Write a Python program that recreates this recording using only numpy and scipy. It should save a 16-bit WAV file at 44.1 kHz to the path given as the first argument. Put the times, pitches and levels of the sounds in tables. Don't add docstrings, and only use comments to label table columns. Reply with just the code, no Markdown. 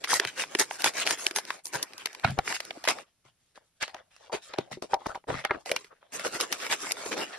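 import sys
import numpy as np
from scipy import signal
from scipy.fft import rfft, irfft
from scipy.io import wavfile
from scipy.ndimage import uniform_filter1d

SR = 44100
rng = np.random.default_rng(int(sys.argv[2]) if len(sys.argv) > 2 else 0)


def int16_out(signal):
    q = np.round(np.clip(np.atleast_2d(signal).T, -1, 1) * 32767)
    wavfile.write(sys.argv[1], SR, q.astype(np.int16))


N = 325458

CRACK_LEAD_S = 0.003
FOIL_RELAX_S, FOIL_PATCHY_DB = 0.013, 4.0
FOIL_LOW_HZ, FOIL_HIGH_HZ = 1170, 5000


def gain_of(db):
    return 10 ** (np.asarray(db) / 20)


def evened(x):
    return x / np.sqrt(np.mean(x ** 2) + 1e-20)


def as_blow(x):
    return evened(x) * np.sqrt(SR / 20 / x.shape[-1])


def read(points, hz):
    f, value = np.transpose(points)
    return np.interp(np.log(hz + 1), np.log(f + 1), value)


def add(mix, s, sound):
    start = max(round(s * SR), 0)
    part = mix[:, start:][:, :sound.shape[-1]]
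    part += sound[..., :part.shape[1]]


def shelf(hz, edge_hz, order=4):
    return hz ** order / (hz ** order + edge_hz ** order)


def stereo_pair(z, hz):
    # frequency in Hz, phase by which left leads right in radians
    left_lead = [(50, 0), (2000, 0), (5300, 0), (6600, 3), (8800, 3.3), (9700, 6.3), (11900, 6.3),
                 (12900, 9.4)]
    # frequency in Hz, left-right likeness from 0 to 1
    likeness = [(60, 0.85), (250, 0.82), (640, 0.31), (1400, 0.67), (3100, 0.44), (5000, 0.018),
                (7500, 0.71), (14000, 0.026)]
    same = np.clip(read(likeness, hz), 0, 1)
    mixed = same * z[0] + np.sqrt(1 - same ** 2) * z[1]
    return np.array([z[0], mixed * np.exp(-1j * read(left_lead, hz))])


def hush():
    # frequency in Hz, relative density in dB per Hz
    air_spectrum = [(30, 5), (70, 2.5), (140, 3.5), (300, -6.5), (600, -7), (1200, -10.5), (3000, -10),
                    (6000, -10.5), (8000, -10.5), (11000, -12.5), (13000, -23), (15000, -48)]
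    level_db, waver_db = -74.5, 0.3
    hz = np.fft.rfftfreq(N, 1 / SR)
    waver = evened(irfft(rfft(rng.standard_normal(N)) * (1 - shelf(hz, 8)), N))
    z = stereo_pair(rfft(rng.standard_normal((2, N))), hz)
    air = evened(irfft(z * gain_of(read(air_spectrum, hz)), N))
    return gain_of(level_db + waver_db * waver) * air


def buckles(per_s, spread_db, grain_s, hiss, count=32):
    happens = rng.random(N) < per_s / SR
    size = gain_of(spread_db * np.minimum(rng.exponential(1, N), 4)) * happens
    facet = rng.integers(0, count, N)
    t, hz = np.arange(256) / SR, np.fft.rfftfreq(256, 1 / SR)
    centre_hz = np.linspace(-2000, 16000, count)[:, None, None]
    band = 1 / (1 + ((hz - centre_hz) / 3500) ** 2)
    grains = rng.standard_normal((count, 2, len(t))) * np.exp(-t / grain_s)
    rings = irfft(rfft(np.roll(grains, 16, axis=2)) * band)
    swarm = np.zeros((2, N))
    for k in range(count):
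        clicks = (size * (facet == k))[None]
        swarm += signal.oaconvolve(clicks, rings[k], axes=1)[:, :N]
    swarm = evened(swarm) + hiss * rng.standard_normal((2, N))
    power = uniform_filter1d((swarm ** 2).mean(0), size=500)
    return swarm / np.sqrt(power + 1e-9)


def pressure(t, strokes, relax_s):
    swell_power = 1.44
    start, rise_s, hold_s, level_db = np.transpose(strokes)[:4, :, None]
    swell = np.clip((t - start) / np.maximum(rise_s, .002), 0, 1) ** swell_power
    since_hold_s = np.maximum(t - start - rise_s - hold_s, 0)
    return gain_of(level_db) * swell * np.exp(-since_hold_s / relax_s)


def handled(grains, strokes, relax_s, spectrum, low_hz, high_hz, patchy_db):
    hz, t, z = signal.stft(grains, SR, nperseg=512, noverlap=384)
    share = pressure(t, strokes, relax_s) ** 2 + 1e-16
    power = share.sum(0)
    weight_db, bright_db = np.transpose(strokes)[4:] @ (share / power)
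    hz = hz[:, None]
    colour_db = read(spectrum, hz)
    colour_db = colour_db + weight_db * (1 - shelf(hz, low_hz)) + bright_db * shelf(hz, high_hz)
    patches = uniform_filter1d(rng.standard_normal(z.shape[1:]), size=3, axis=0)
    patches = evened(uniform_filter1d(patches, size=18, axis=1))
    colour = gain_of(colour_db + patchy_db * patches)
    colour /= np.sqrt(np.mean(colour ** 2, axis=0))
    sound = signal.istft(stereo_pair(z, hz) * colour, SR, nperseg=512, noverlap=384)[1][:, :N]
    return sound * np.interp(np.arange(N) / SR, t, np.sqrt(power))


def crinkling():
    # start in seconds, length in seconds, relative level in dB
    grips = [(0.0, 1.582, -50.5), (1.645, 1.373, -53.5), (5.65, 0.22, -60), (6.117, 1.28, -46)]
    # start, rise and hold in seconds, relative level in dB,
    # weight of the lows in dB, brightness of the highs in dB
    crinkles = [(1.97, 0.03, 0.024, -45.5, -4.5, -9), (2.08, 0.0072, 0.027, -50, -11, -18),
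                (2.25, 0.013, 0.06, -50.5, -8, 0.5), (2.426, 0.073, 0.025, -32, 1, -2.5),
                (2.53, 0.019, 0.0067, -30.5, -15.5, -1.5), (2.6, 0.02, 0.073, -51, 0, -6),
                (2.875, 0.0037, 0.031, -23.5, -4, -8), (2.93, 0.023, 0.058, -47, 4, -4),
                (5.65, 0.016, 0.044, -40.5, -1.5, -1), (5.71, 0.0076, 0.064, -45.5, -6, -15),
                (5.78, 0.011, 0.023, -51.5, 1, 0.5), (6.115, 0.028, 0.022, -35.5, 3.5, 6.5),
                (6.18, 0.017, 0.019, -39, -3, -3), (6.226, 0.032, 0.0089, -28, 2.5, 0.5),
                (6.305, 0.041, 0.021, -33, 3.5, -1.5), (6.387, 0.015, 0.035, -31, 0.5, -5),
                (6.497, 0.029, 0.019, -35, 1, -6), (6.558, 0.071, 0.039, -34, 0, -1.5),
                (6.685, 0.03, 0.019, -25.5, -1, -3), (6.775, 0.044, 0.097, -36.5, 1, 1),
                (6.96, 0.011, 0.07, -40, -3, -6.5), (7.04, 0.017, 0.04, -38, 4, 4),
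                (7.108, 0.0071, 0.027, -31.5, -2, -10.5), (7.16, 0.012, 0.064, -31.5, 1, -5.5),
                (7.312, 0.027, 0.0095, -40, -11, -19)]
    # frequency in Hz, relative density in dB per Hz
    foil_spectrum = [(40, -35), (125, -8.5), (200, -11), (350, 1), (600, -0.5), (1000, -3.5), (1600, -3.5),
                     (2400, -3.5), (3500, -8.5), (4800, -7.5), (5700, -6), (7700, -7.5), (10000, -14),
                     (12000, -20), (13300, -32.5), (15000, -56.5)]
    rise_s, weight_db, bright_db = 0.0077, 0, -4.5
    fine = buckles(per_s=6500, spread_db=2.8, grain_s=.0004, hiss=.4)
    holding = [(s, rise_s, length_s, db, weight_db, bright_db) for s, length_s, db in grips]
    return gain_of(-0.58) * handled(fine, [*crinkles, *holding], FOIL_RELAX_S, foil_spectrum,
                                    FOIL_LOW_HZ, FOIL_HIGH_HZ, FOIL_PATCHY_DB)


def crack(spectrum, bright_db, length_s, skirt_db, tail_db, tail_s, size=2048):
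    swell_s, peak_s = .0016, .0005
    age, hz = np.arange(size) / SR - CRACK_LEAD_S, np.fft.rfftfreq(size, 1 / SR)
    dying = np.exp(-abs(age) / max(length_s, 1e-4)) + gain_of(tail_db) * np.exp(-abs(age) / tail_s)
    skirt = np.where(age < 0, np.exp(-abs(age) / swell_s), dying)
    shape = np.exp(-abs(age) / peak_s) + gain_of(skirt_db) * skirt
    z = stereo_pair(rfft(rng.standard_normal((2, size)) * shape), hz)
    burst = irfft(z * gain_of(read(spectrum, hz) + bright_db * shelf(hz, 3800)))
    return as_blow(burst * np.hanning(2 * size)[size:])


def snaps():
    # time in seconds, crack level in dB, brightness in dB, crack length in seconds,
    # panel pitch in Hz, panel level in dB
    creases = [(0.041, -40, -7, 0.00087, 1290, -66), (0.0444, -35.5, -11.5, 0.013, 1400, -44.5),
               (0.075, -47.5, -25, .001, 1200, -51.5), (.132, -47, -3, .0021, 1000, -29.5),
               (0.14, -31.5, 5, 0.01, 930, -40), (0.1991, -27, -5.5, 0.0028, 400, -39),
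               (0.251, -35.5, -10.5, 0.002, 410, -54), (0.403, -44, -19, .0012, 1100, -54),
               (0.438, -42.5, -19, 0.0022, 970, -46), (0.5514, -31.5, -16, 0.0021, 370, -36),
               (0.599, -29.5, 22, 0.00058, 1210, -60), (0.711, -41, -27, 0.0019, 850, -40.5),
               (0.8214, -40, 7, 0.00087, 913, -55), (0.844, -26.5, -5.5, 0.0036, 870, -35),
               (.861, -34.5, -14, 0.0052, 930, -33.5), (0.891, -46, 9, .0015, 895, -54),
               (0.938, -55, 8, .0008, 900, -66), (0.982, -56, -2.5, .0005, 900, -60),
               (1.067, -35.5, -1, .0009, 840, -53), (1.0746, -31, -6, 0.00045, 1124, -54),
               (1.109, -30.5, 0, 0.0062, 980, -43), (1.135, -60, -5, .001, 900, -51),
               (1.176, -55, -14, .0015, 403, -59), (1.2672, -27.5, -7, 0.00097, 363, -48.5),
               (1.3112, -42, -7, 0.0044, 356, -50), (1.362, -32.5, 1.5, 0.0062, 910, -41.5),
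               (1.386, -38, 2, 0.014, 940, -41), (1.4524, -50.5, 1, 0.0016, 590, -63),
               (1.5051, -36, -17, 0.0054, 980, -39.5), (1.6567, -41.5, 24, 0.0005, 970, -66),
               (1.669, -48, 15, 0.0023, 900, -67), (1.8288, -33.5, 14.5, 0.0055, 307, -54),
               (1.925, -64, -17, .001, 810, -68), (1.935, -52.5, -6, 0.0043, 810, -69),
               (1.9805, -49, 10, 0.0053, 980, -60), (2.059, -33, -5.5, 0.0024, 450, -57),
               (2.0713, -45, -13, 0.0045, 610, -59), (2.131, -55.5, 4, 0.0034, 900, -67.5),
               (2.1497, -48.5, -9, 0.0042, 980, -60), (2.198, -54.5, -6, .002, 990, -66),
               (2.307, -53, 6, .002, 900, -65), (2.478, -36, -29, 0.0013, 420, -51),
               (2.5262, -38.5, -17, 0.0032, 1100, -46), (2.566, -45, -17, 0.0033, 1520, -54),
               (2.6045, -39, -8, 0.0036, 614, -51), (2.652, -51.5, 5, 0.0025, 600, -65),
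               (2.7082, -41, -25, 0.0032, 724, -46.5), (2.773, -68, -6, .003, 314, -52),
               (2.841, -43, -6.5, 0.0096, 717, -48), (2.8525, -41.5, -9, 0.036, 900, -47),
               (2.876, -31, -27, 0.0057, 590, -34.5), (2.887, -30, -4, 0.0094, 1023, -35.5),
               (2.987, -50.5, -12.5, 0.0046, 1203, -51.5), (5.6602, -49.5, 1, 0.0036, 756, -49),
               (5.695, -44, -14, 0.0046, 1230, -61), (5.7161, -38, 11, 0.0069, 580, -31.5),
               (5.7635, -36, -3, 0.0053, 1030, -44.5), (5.8456, -56, -11, 0.0093, 423, -64.5),
               (6.1964, -44, -5, .003, 614, -50), (6.2494, -42, -33, 0.0017, 930, -44.5),
               (6.27, -44, -12, 0.0022, 824, -52), (6.351, -51, -12, .001, 1300, -56),
               (6.519, -47, 0, .002, 1200, -58), (6.667, -46, -10, 0.0022, 1520, -59),
               (6.846, -57, -14, .001, 1100, -51), (6.87, -48, -18, .002, 910, -49),
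               (6.97, -58, -10, .002, 890, -55), (6.403, -37, -3, 0.011, 1260, -40.5),
               (6.4106, -32, 4, 0.013, 1280, -51), (6.5265, -32, -2.5, 0.0069, 1210, -48),
               (6.7257, -32, -15, 0.009, 1240, -53), (6.9106, -39.5, -15, 0.0044, 790, -51),
               (6.9203, -32, 16, 0.0027, 545, -60), (7.061, -46.5, -16, .0087, 407, -44),
               (7.12, -43, -16, .001, 960, -56), (7.129, -40, -16, 0.0034, 1000, -64),
               (7.224, -55, -12, .0015, 700, -52)]
    # frequency in Hz, relative density in dB per Hz
    crack_spectrum = [(40, -33.5), (150, -28.5), (500, -12), (1200, -6.5), (2000, 2), (3500, -0.5),
                      (5500, 2.5), (7700, -8), (10000, -5.5), (12000, -8.5), (14500, -38.5), (16500, -43.5)]
    out, t = np.zeros((2, N)), np.arange(2048) / SR
    for s, crack_db, bright_db, length_s, panel_hz, panel_db in creases:
        snap = crack(crack_spectrum, bright_db, length_s, skirt_db=-8, tail_db=-15, tail_s=.0045)
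        add(out, s - CRACK_LEAD_S, gain_of(crack_db) * snap)
        cycles = panel_hz * t
        panel = np.sin(2 * np.pi * cycles) * cycles * np.exp(-cycles / 0.87)
        add(out, s, gain_of(panel_db) * as_blow(panel))
    return out


def cutting():
    # start, rise and hold in seconds, relative level in dB,
    # weight of the lows in dB, brightness of the highs in dB
    snips = [(0.067, 0.044, 0.057, -26.5, -1.5, 5.5), (0.202, .012, 0.037, -37.5, -2, -17),
             (0.26, 0.014, 0.008, -34.5, -21.5, -8), (0.35, 0.047, 0.029, -31.5, -2, -1.5),
             (0.501, 0.014, .08, -46.5, 2, 1), (0.583, 0.01, 0.021, -22, -2, 4),
             (0.697, 0.013, 0.054, -43.5, 5, 7), (0.78, 0.02, 0.016, -37, -1.5, 5),
             (0.828, 0.025, 0.025, -25, 0.5, 1), (.925, 0.055, 0.044, -30.5, -1, -0.5),
             (1.048, 0.013, 0.074, -30.5, 0.5, 0), (1.166, 0.026, 0.091, -39.5, 0.5, 5.5),
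             (1.346, 0.017, 0.013, -29.5, 2.5, 8), (1.453, 0.025, 0.073, -46.5, 1, 1),
             (1.634, 0.019, 0.027, -45, -15, 30), (1.72, 0.022, 0.019, -31.5, 2, 2.5),
             (1.774, 0.012, 0.049, -43.5, 4, -6)]
    # frequency in Hz, relative density in dB per Hz
    cut_spectrum = [(40, -30.5), (125, -13), (200, -14), (350, -0.5), (600, -1.5), (1000, -1.5), (1800, -3),
                    (2700, -6), (3800, -7), (5500, -6), (7700, -7.5), (10000, -14.5), (12400, -22),
                    (13600, -41.5), (15000, -58)]
    coarse = buckles(per_s=4200, spread_db=3.3, grain_s=.0005, hiss=.45)
    return gain_of(0.5) * handled(coarse, snips, FOIL_RELAX_S, cut_spectrum,
                                  FOIL_LOW_HZ, FOIL_HIGH_HZ, FOIL_PATCHY_DB)


def chafes(slips):
    # start in seconds, length in seconds,
    # pitch in Hz, half width at half amplitude in Hz, level in dB
    moans = [(0.082, 0.054, 1750, 300, -33.5), (0.377, 0.053, 2750, 400, -37.5),
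             (0.996, 0.058, 2900, 500, -36), (1.721, 0.064, 1700, 350, -41),
             (2.252, 0.12, 150, 60.4, -45.5), (2.26, .075, 730, 91, -47), (2.261, 0.052, 1420, 80, -47),
             (2.229, 0.024, 1514, 705, -39), (2.736, 0.057, 647, 150, -50.5),
             (3.813, 0.036, 2190, 498, -38.5), (4.322, 0.045, 410, 29.5, -40),
             (4.318, 0.032, 750, 199, -48.5), (4.824, 0.043, 480, 120, -46.5),
             (4.927, 0.073, 814, 130, -44.5), (5.086, 0.054, 1340, 160, -45), (2.369, 0.026, 710, 500, -38),
             (5.268, 0.055, 500, 220, -38), (5.303, 0.064, 1150, 260, -45), (5.309, 0.14, 1950, 259, -48),
             (5.522, 0.049, 1570, 595, -45.5), (5.53, 0.055, 320, 149, -48),
             (2.926, 0.097, 800, 251, -51.5), (5.264, 0.067, 1150, 450, -49),
             (5.302, 0.061, 400, 220, -45.5), (5.277, 0.13, 104, 40, -50), (5.49, 0.02, 1560, 300, -41),
             (5.654, 0.15, 532, 89.5, -42.5), (5.898, 0.047, 1310, 220, -58.5),
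             (5.9, 0.05, 520, 59.7, -62.5), (6.328, 0.047, 1200, 400, -46), (6.71, 0.053, 2700, 500, -38.5),
             (6.773, .1, 10000, 900, -57)]
    out = np.zeros((2, N))
    for s, length_s, pitch_hz, width_hz, db in moans:
        swell = np.hanning(max(round(length_s * SR), 64))
        hz = np.fft.rfftfreq(len(swell), 1 / SR)
        z = stereo_pair(rfft(slips[:, max(round(s * SR), 0):], len(swell)), hz)
        z = z / (1 + ((hz - pitch_hz) / width_hz) ** 2)
        add(out, s, gain_of(db) * evened(irfft(z, len(swell)) * swell))
    return out


def table():
    # time in seconds, level in dB, t60 in seconds, most excited pitch in Hz
    thumps = [(.254, -52.5, 0.077, 150), (1.752, -49, 0.081, 141), (2.249, -31, 0.043, 120),
              (2.262, -42, .09, 240), (2.285, -46.5, 0.094, 105), (2.298, -35, 0.11, 122),
              (2.388, -36.5, 0.025, 62.4), (3.255, -68, 0.12, 129.7), (4.586, -41, 0.047, 192),
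              (4.715, -49.5, 0.16, 203), (5.289, -40.5, 0.31, 121), (5.344, -48, .08, 159.4),
              (5.507, -46, 0.014, 130), (5.554, -62, 0.099, 110)]
    # mean frequency in Hz, mean relative level in dB
    top_modes = [(45, -9.5), (68, -5), (92, -12.5), (113, -5.5), (131, 9), (165, 1), (212, 2), (255, 0.5)]
    out, t = np.zeros((2, N)), np.arange(SR // 4) / SR
    hz, mode_db = np.transpose(top_modes)[:, :, None]
    for s, db, t60_s, focus_hz in thumps:
        share = gain_of(mode_db + rng.normal(0, 1.2, hz.shape))
        share = share / (1 + (np.log2(hz / focus_hz) / 0.66) ** 2)
        varied_hz = hz * rng.uniform(.975, 1.025, hz.shape)
        phase = rng.normal(0, 0.23, (2, len(top_modes), 1))
        boom = (share * np.sin(2 * np.pi * varied_hz * t + phase)).sum(1)
        boom = boom * gain_of(-60 * t / t60_s) * (1 - np.exp(-t / 0.0079))
        add(out, s, gain_of(db) * as_blow(boom))
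    return out


def rubbing(slips):
    # start, rise and hold in seconds, relative level in dB, weight of the lows in dB,
    # brightness of the highs in dB
    rubs = [(2.232, 0.0084, 0.064, -40.5, -18, -18), (2.366, 0.025, 0.0031, -40, 5, -17),
            (3.055, 0.012, 0.022, -67.5, -3.5, -12), (3.237, 0.019, 0.031, -59.5, -3.5, -2),
            (3.37, .04, 0.11, -73.5, -8, 10.5), (3.542, 0.018, 0.0086, -52, 1, 0.5),
            (3.6, .01, 0.015, -65.5, 7.5, -16), (3.62, 0.016, 0.045, -72, -1, 13),
            (3.75, 0.023, .01, -72, -6, 6), (3.8, 0.024, 0.0035, -27, -12.5, -5.5),
            (3.865, 0.021, 0.012, -46, -7, -11), (3.93, 0.0085, 0.062, -49, 6, -13),
            (4.03, .01, .04, -71.5, 10.5, -6), (4.1, 0.014, 0.067, -59.5, -12.5, -1),
            (4.19, 0.014, 0.076, -55, 1.5, 0), (4.315, 0.017, 0.021, -29.5, 4, 0),
            (4.41, 0.017, 0.06, -48.5, -10, 7), (4.48, 0.016, 0.069, -48, -1, -13),
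            (4.57, 0.011, 0.027, -40, 1, -14), (4.708, 0.014, 0.0076, -36.5, -8, -3),
            (4.818, 0.0082, 0.008, -40, 5, 9), (4.885, 0.037, 0.0049, -39.5, 15, 4),
            (4.975, 0.029, 0.063, -50, 14, 2), (5.05, 0.013, 0.0035, -40.5, -13, 0),
            (5.08, 0.0089, 0.021, -38, 19, 7), (5.135, 0.017, 0.0028, -42.5, 4, -3.5),
            (5.271, 0.016, 0.12, -41, 0.5, 0.5), (5.58, 0.0085, 0.022, -55, 8, 14.5),
            (5.436, 0.0083, 0.013, -33.5, -5, -18), (5.48, 0.026, 0.07, -44, 12, -7.5),
            (5.87, 0.03, 0.084, -67, -1, -13), (6.005, 0.014, 0.047, -61, -2, -29),
            (6.07, 0.047, 0.0092, -60.5, 7, -2.5)]
    box_grip = (4.5, -1.23, 1.46, -55.5, 11.5, 1)
    # frequency in Hz, relative density in dB per Hz
    rub_spectrum = [(40, -18.5), (100, -17.5), (200, -23), (350, -11), (600, 3), (1000, -2.5), (2000, -5),
                    (3500, -6.5), (5500, -10), (7700, -11.5), (10000, -19.5), (12000, -28), (14500, -50.5)]
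    return gain_of(-3.5) * handled(slips, [*rubs, box_grip], relax_s=0.017, spectrum=rub_spectrum,
                                   low_hz=1210, high_hz=4820, patchy_db=3.8)


def knocks(rows, modes, focus_octaves, tick_tail_db):
    # frequency in Hz, relative density in dB per Hz
    tick_spectrum = [(40, -38), (150, -24.5), (600, 2), (1300, 2.5), (2200, -1), (3600, -9), (5300, -10),
                     (7700, -24), (10000, -24.5), (12000, -27.5), (14500, -57.5)]
    out, t = np.zeros((2, N)), np.arange(SR // 8) / SR
    hz, mode_db = np.transpose(modes)[:, :, None]
    swell = 1 - np.exp(-hz * t / 0.21)
    for s, tick_db, bright_db, length_s, focus_hz, ring_db, t60_at_800_hz_s, left_db in rows:
        t60_s = t60_at_800_hz_s * (800 / hz) ** 0.15
        share = gain_of(mode_db) / (1 + (np.log2(hz / focus_hz) / focus_octaves) ** 2)
        phase = rng.uniform(0, 2 * np.pi, hz.shape)
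        phase = phase + rng.normal(0, 0.51, (2, len(modes), 1))
        tones = np.sin(2 * np.pi * hz * t + phase)
        ring = (share * swell * gain_of(-60 * t / t60_s) * tones).sum(1)
        add(out, s, gain_of(ring_db) * as_blow(ring * gain_of([[left_db], [0]])))
        tick = crack(tick_spectrum, bright_db, length_s, skirt_db=-7, tail_db=tick_tail_db, tail_s=.006)
        add(out, s - CRACK_LEAD_S, gain_of(tick_db) * tick)
    return out


def scissors():
    # time in seconds, tick level in dB, brightness in dB, tick length in seconds,
    # most excited pitch in Hz, ring level in dB, ring t60 at 800 Hz in seconds, ring left minus right in dB
    landings = [(2.2455, -39.5, 4, 0.0015, 717, -27.5, 0.044, 0.5),
                (2.2479, -31.5, -2, 0.0038, 1450, -27.5, 0.04, -5),
                (2.2535, -45, -11.5, .002, 250, -44, 0.023, -1.5),
                (2.266, -44.5, -19, .003, 1380, -44.5, 0.029, 4),
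                (2.276, -43, -8, .0033, 723, -50, 0.034, 0),
                (2.285, -46.5, -11.5, .003, 700, -54, 0.029, 2.5),
                (2.3887, -40, 10.5, .0025, 880, -31.5, 0.0165, 3.5),
                (2.3915, -38, -11.5, .001, 780, -34.5, 0.018, 0),
                (2.3946, -41, -37, .001, 690, -43, 0.0066, 2)]
    # mode frequency in Hz, relative level in dB
    scissors_modes = [(330, -12.5), (690, 0.5), (780, -0.5), (1340, -2), (1420, 1.5), (2200, 2.5),
                      (2430, 0), (2800, -0.5), (3900, 8), (4200, 5.5)]
    return knocks(landings, scissors_modes, focus_octaves=0.63, tick_tail_db=-15)


def full_pouch():
    clacks = [(2.877, -55.5, -7.5, 0.0019, 2200, -40.5, .025, 0.016),
              (5.7162, -40, -6, 0.0024, 2714, -34, 0.021, 0),
              (5.7645, -48, -10, 0.0018, 2800, -36.5, 0.03, 0)]
    # mode frequency in Hz, relative level in dB
    pouch_modes = [(517, -8.5), (953, 0), (1570, 0.5), (2062, -6), (2358, 4), (2826, -0.5), (3150, -9),
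                   (4000, -3), (4490, -8)]
    return knocks(clacks, pouch_modes, focus_octaves=0.34, tick_tail_db=-13)


def box():
    contacts = [(3.252, -75.5, 16.5, .0031, 493, -69, .027, 5),
                (3.5765, -69.5, 0, 0.0025, 617, -55.5, 0.017, 4),
                (3.8279, -39.5, 19.5, .002, 1800, -40, 0.022, -3),
                (3.8362, -45, -4, 0.0014, 500, -59, 0.013, 1),
                (3.8802, -49.5, 6, .002, 766, -57, 0.024, -4), (3.8951, -60, 7, .001, 1300, -75, .02, 0),
                (3.9459, -48, 5, 0.0027, 720, -49, 0.047, 0), (3.9678, -58, -5, .001, 900, -76, 0.015, 2),
                (4.165, -62.5, 15, 0.0031, 1500, -81, 0.019, -2),
                (4.2972, -72, -23, .003, 850, -49.5, 0.075, 3), (4.329, -47, -14, .003, 500, -46, 0.034, 1),
                (4.3404, -54, -6, .003, 605, -44, 0.035, 15),
                (4.5378, -47.5, -1, 0.0039, 3800, -51, 0.035, 2), (4.54, -49, 0, .002, 670, -48, .025, 4),
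                (4.5862, -39, 5.5, 0.0042, 454, -30.5, 0.023, 2),
                (4.7146, -59, 13, 0.0014, 735, -48, 0.021, -2),
                (4.729, -56, 8, 0.0016, 1390, -62, 0.018, 4), (4.772, -80, 8, 0.0028, 360, -47, 0.055, 1),
                (4.8239, -47.5, 14.5, 0.003, 520, -42, 0.022, 2),
                (4.9343, -40.5, -19, 0.0086, 810, -27, 0.027, 1),
                (4.9423, -38.5, 8, 0.0038, 806, -30, 0.037, 5), (5.0165, -80, 1, .0019, 840, -52, 0.025, 1),
                (5.0599, -49, -16, .003, 1000, -44, .016, -3),
                (5.0637, -45, -26, 0.0023, 780, -42.5, 0.022, 3),
                (5.0679, -49.5, 19, 0.0016, 553, -37, 0.013, 2),
                (5.1481, -56, -15, 0.0022, 1500, -48.5, 0.029, -4),
                (5.155, -53.5, 9, 0.0075, 920, -40.5, 0.048, 0),
                (5.1751, -71, -2, .0014, 696, -52, 0.012, 4),
                (5.241, -67, -17, 0.0022, 680, -62.5, 0.02, 0),
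                (5.3016, -39.5, -23, 0.011, 640, -36, 0.03, 3),
                (5.3535, -49, -3, .003, 1200, -48, 0.024, 0), (5.391, -51, -6, .003, 1900, -49, 0.025, 4),
                (5.451, -33, 3.5, 0.0011, 1860, -37, 0.038, 0), (5.453, -47, -11, .003, 780, -39, .03, 1),
                (5.5096, -32, -42, 0.00045, 1680, -32, 0.044, 0),
                (5.512, -45, -20, 0.0047, 510, -34.5, 0.036, 0),
                (6.029, -62, -31, 0.003, 800, -80, 0.012, 0)]
    # mode frequency in Hz, relative level in dB
    box_modes = [(235, -8.5), (372, 3.5), (470, -6.5), (598, -0.5), (775, 1), (862, -3), (960, 0),
                 (1190, -6), (1410, -10), (1620, -8.5), (1860, -12), (2100, -6), (2440, -15), (2800, -14),
                 (3610, -12), (4120, -9), (4530, -19), (5500, -13)]
    return knocks(contacts, box_modes, focus_octaves=0.44, tick_tail_db=-16)


def room(x):
    # frequency in Hz, t60 in seconds
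    room_t60 = [(150, 0.33), (800, 0.051), (3000, 0.033), (12000, 0.1)]
    hz, t, z = signal.stft(rng.standard_normal((2, SR // 3)), SR, nperseg=256)
    decay = gain_of(-60 * t / read(room_t60, hz)[:, None])
    tail = signal.istft(z * decay * (t > .004), SR, nperseg=256)[1]
    return signal.fftconvolve(x, tail / np.linalg.norm(tail[0]), axes=1)[:, :N]


def scene():
    slips = buckles(per_s=4500, spread_db=2.7, grain_s=.0004, hiss=0.6)
    near = crinkling() + snaps() + cutting() + chafes(slips) + table()
    near += rubbing(slips) + scissors() + full_pouch() + box()
    return near + gain_of(-24.5) * room(near) + hush()


def record(dry):
    lean = signal.sosfilt(signal.butter(1, 32, "highpass", fs=SR, output="sos"), dry)
    band_limit = signal.firwin(511, 16400, window=("kaiser", 9), fs=SR)
    return signal.oaconvolve(lean, band_limit[None], "same")


dry = scene()
out = record(dry)
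int16_out(out)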